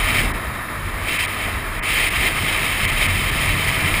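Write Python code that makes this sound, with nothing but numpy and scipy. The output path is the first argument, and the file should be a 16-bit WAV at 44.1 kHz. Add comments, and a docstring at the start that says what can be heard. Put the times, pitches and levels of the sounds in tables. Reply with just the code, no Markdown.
"""The wheels of a street luge roar on asphalt, heard by a cased camera on the rider's helmet.
Countless tiny contacts with the road excite broadband noise; when the sled is steered hard through
a bend, stick-slip friction adds a gritty hiss, and now and then a loose grain cracks under a wheel.
Turbulent wind buffets the helmet and booms in a resonant hollow. The resonances of the camera case
colour the noise, and at moments the level dips briefly, mostly in the treble."""
import sys
import numpy as np
from scipy.fft import rfft, irfft, next_fast_len
from scipy.io import wavfile
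from scipy.ndimage import map_coordinates

SR = 44100
rng = np.random.default_rng(int(sys.argv[2]) if len(sys.argv) > 2 else 0)


def log_audio(samples):
    """Write samples as a 16-bit WAV file to the path given in sys.argv[1]."""
    # one column per channel
    frames = np.atleast_2d(samples).T
    # limit to full scale, then quantise
    limited = np.clip(frames, -1, 1)
    pcm = np.round(limited * 32767).astype(np.int16)
    wavfile.write(sys.argv[1], SR, pcm)


N = 176400
TIME = np.arange(N) / SR

# Envelopes (t/s, level/dB)
ROLL_LEVEL = [(0, -24), (.3, -26.5), (.55, -28.5), (1.2, -29.5), (1.8, -28.5), (2.4, -27.5), (4, -26.5)]  # rolling roar
SCRUB_LEVEL = [(0, -24.5), (.12, -22), (.18, -17.5), (.23, -24.5), (.37, -37), (.7, -45), (1.03, -32.5),
               (1.125, -20.5), (1.245, -20), (1.265, -28.5), (1.45, -27), (1.63, -35.5), (1.82, -32),
               (1.865, -19.5), (2.06, -19), (2.19, -22), (2.27, -16), (2.3, -24), (2.68, -21),
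               (2.79, -22.5), (2.845, -18), (2.94, -23.5), (3.045, -17), (3.1, -22), (4, -22.5)]  # sideways sliding of the wheels
BUFFET_LEVEL = [(0, -25), (.24, -26), (.38, -36), (.68, -40.5), (.82, -33.5), (1.04, -28.5), (1.14, -38),
                (1.5, -33.5), (1.95, -30), (2.65, -33.5), (2.83, -24.5), (3.1, -25.5), (3.5, -28),
                (4, -29.5)]  # deep buffeting
WIND_LEVEL = [(0, -32), (.25, -24), (.37, -34), (.74, -34.5), (.87, -31.5), (1.1, -40), (1.55, -35),
              (2.08, -35.5), (2.19, -29), (2.3, -35.5), (2.43, -24), (2.54, -32.5), (2.95, -31),
              (3.2, -25.5), (3.48, -24.5), (3.6, -28.5), (3.85, -24), (4, -26.5)]  # rumble and boom of the helmet
AIR_LEVEL = [(0, -42), (.28, -32), (.5, -40.5), (.72, -45.5), (1.1, -35), (1.22, -51), (1.37, -33),
             (1.75, -42), (2.05, -57), (2.23, -32), (2.35, -37), (3.3, -42.5), (4, -35.5)]  # air rushing past the rider
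# Spectra of the noise sources (f/Hz, relative level/dB)
ROLL_SPECTRUM = [(60, -13), (280, -3), (480, -8), (820, -7.5), (1080, 1), (1500, -3.5), (1900, 2),
                 (2400, -5.5), (3000, -21), (3700, -14.5), (4500, -23.5), (6200, -25.5), (8800, -28.5),
                 (10400, -15.5), (13800, -15.5), (15200, -38)]
SCRUB_SPECTRUM = [(200, -14), (800, -15.5), (1500, -17.5), (2050, 0), (2380, 0), (2850, -10), (3400, -11),
                  (4300, -18.5), (7600, -24), (9300, -16.5), (10600, -25), (14300, -23.5), (15300, -20.5)]
BUFFET_SPECTRUM = [(8, -25), (22, -15), (37, 9), (62, -5), (110, -10.5), (250, -37), (800, -74)]
RUMBLE_SPECTRUM = [(30, -6), (70, -4.5), (110, -1), (145, 2), (220, -9), (400, -19.5), (1200, -34)]
AIR_SPECTRUM = [(100, -20), (200, -2.5), (300, -1.5), (480, -6), (700, -6), (1200, -12), (4000, -48)]
# Single eddies striking the helmet (t/s, level/dB)
EDDY_THUMPS = [(.325, -24), (.475, -23), (1.56, -20), (2.191, -22)]
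# Loose grains under a wheel (t/s, level/dB)
GRIT_IMPACTS = [(1.979, -15), (3.059, -13), (3.941, -7)]
# Peaks and notches of the camera case (f/Hz, half width/Hz, gain/dB)
CASE_RESONANCES = [(657, 64, 3.5), (1255, 83, 4), (1744, 50, 2.5), (2687, 51, 5.5), (3091, 110, 8),
                   (3820, 70, 5.5), (5130, 226, 3.5), (5975, 510, -11), (6900, 100, 5), (8200, 74, 6.5),
                   (8890, 99, 6.5), (9820, 296, 8), (12030, 995, -21), (14400, 370, 8.5)]
# Brief dips in level (t/s, half duration/s, treble gain/dB, middle gain/dB)
LEVEL_DIPS = [(.329, .007, -18, -1), (1.183, .007, -10, -1.5), (1.268, 0.0044, -18, 3),
              (1.812, .013, -29, -1), (2.099, 0.0057, -13, -6), (2.14, 0.0041, -2, 3),
              (2.868, 0.0098, -13.5, -1), (2.911, 0.0081, -8, -2), (3.076, 0.0077, -9, 0),
              (3.309, .005, -6, -3)]


def amp(db):
    """Amplitude ratio of a level in decibels."""
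    return 10 ** (np.asarray(db) / 20)


def unit(x):
    """Normalisation to rms 1."""
    return x / np.sqrt(np.mean(x ** 2) + 1e-20)


def curve(rows):
    """Linear interpolation of (t/s, value) points at every sample."""
    return np.interp(TIME, *np.transpose(rows))


def wobble(knots_per_s):
    """Smooth random modulation: a spline through Gaussian values."""
    return map_coordinates(rng.standard_normal(N // 8), [TIME * knots_per_s + 2], mode="wrap")


def filtered(x, response):
    """Linear filtering: the spectrum is multiplied by a frequency response."""
    size = next_fast_len(N + SR // 2)
    return irfft(rfft(x, size) * response(np.fft.rfftfreq(size, 1 / SR)), size)[:N]


def through_case(x, spectrum):
    """Filters in cascade: source spectrum and case resonances add in decibels. The result has rms 1."""
    def response(hz):
        points_hz, points_db = np.transpose(spectrum)
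        source_db = np.interp(np.log(hz + 1), np.log(points_hz), points_db)
        case_db = sum(db * np.exp(-((hz - f) / width) ** 2) for f, width, db in CASE_RESONANCES)
        return amp(source_db + case_db)
    return unit(filtered(x, response))


def road_texture(grain_share, grains_per_s=3000, spread_db=2):
    """Shot noise: random contacts with the asphalt carry a share of the power, smooth hiss the rest."""
    contacts = (rng.random(N) < grains_per_s / SR) * np.sign(rng.standard_normal(N))
    grains = contacts * amp(spread_db * np.clip(rng.standard_normal(N), -2, 2))
    return np.sqrt(grain_share) * unit(grains) + np.sqrt(1 - grain_share) * rng.standard_normal(N)


def rolling(flutter_db=0.8):
    """Roughness excitation: the road's texture shakes the wheels into a steady roar."""
    envelope = amp(curve(ROLL_LEVEL) + flutter_db * wobble(30.25))
    return envelope * through_case(road_texture(grain_share=.35), ROLL_SPECTRUM)


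def scrubbing(judder_db=1.28, chatter_db=0.97):
    """Stick-slip friction: sliding wheels grip unevenly, which modulates their hiss."""
    slips = road_texture(grain_share=.43) * amp(chatter_db * wobble(500))
    envelope = amp(curve(SCRUB_LEVEL) + judder_db * wobble(45))
    return envelope * through_case(slips, SCRUB_SPECTRUM)


def turbulence(spectrum, level_db):
    """Turbulent flow: random pressure fluctuations make a broad band of noise."""
    return through_case(rng.standard_normal(N), spectrum) * amp(level_db)


def helmet_boom(f_hz=92, bandwidth_hz=6.3):
    """Cavity resonance: a hollow of the helmet, driven by noise, responds in a narrow band."""
    def resonator(hz):
        damping = 1j * hz * bandwidth_hz
        return damping / (f_hz ** 2 - hz ** 2 + damping)
    return unit(filtered(rng.standard_normal(N), resonator))


def wind(lumps_db=-0.1, flutter_db=0.6, swirl_db=1.1):
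    """Flow noise: deep buffeting, a rumble and boom that swell together, and air rushing past."""
    buffet = turbulence(BUFFET_SPECTRUM, curve(BUFFET_LEVEL) + lumps_db * wobble(12))
    rumble = turbulence(RUMBLE_SPECTRUM, -3 + flutter_db * wobble(35))
    boom = amp(-1.5) * helmet_boom()
    air = turbulence(AIR_SPECTRUM, curve(AIR_LEVEL) + swirl_db * wobble(25.12))
    return buffet + amp(curve(WIND_LEVEL)) * (rumble + boom) + air


def eddies(f_hz=60.5, half_duration_s=.021):
    """Vortex impact: each eddy thumps the helmet with a short, soft swing of pressure."""
    thumps = np.zeros(N)
    for centre_s, db in EDDY_THUMPS:
        t = TIME - centre_s
        envelope = amp(db) * np.exp(-(t / half_duration_s) ** 2)
        thumps += envelope * np.cos(2 * np.pi * (f_hz * t + rng.random()))
    return thumps


def grit(ring_hz=2350, decay_s=.002):
    """Impact excitation: a loose grain cracks under a wheel, which rings as a damped oscillator."""
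    crack = amp(-11) * through_case(rng.standard_normal(N), SCRUB_SPECTRUM)
    clicks = np.zeros(N)
    for onset_s, db in GRIT_IMPACTS:
        t = TIME - onset_s
        envelope = amp(db) * (t >= 0) * np.exp(-np.abs(t) / decay_s)
        clicks += envelope * (np.sin(2 * np.pi * ring_hz * t) + crack)
    return clicks


def scene():
    """Superposition: the pressures from wheels and wind add at the helmet."""
    wheels = rolling() + scrubbing() + grit()
    return (wheels + wind() + eddies())[None]


def record(dry, middle_hz=179, treble_hz=2840, top_hz=15400):
    """Amplitude modulation by band: brief dips, mostly in the treble, then a sharp low-pass."""
    def above(edge_hz):
        return filtered(dry[0], lambda hz: 1 - 1 / (1 + (hz / edge_hz) ** 10))
    treble = above(treble_hz)
    middle = above(middle_hz) - treble
    treble_db, middle_db = sum(np.outer(gains_db, np.exp(-((TIME - centre_s) / half_s) ** 4))
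                               for centre_s, half_s, *gains_db in LEVEL_DIPS)
    dipped = dry[0] + (amp(treble_db) - 1) * treble + (amp(middle_db) - 1) * middle
    return filtered(dipped, lambda hz: hz < top_hz)[None]


dry = scene()
out = record(dry)
log_audio(out)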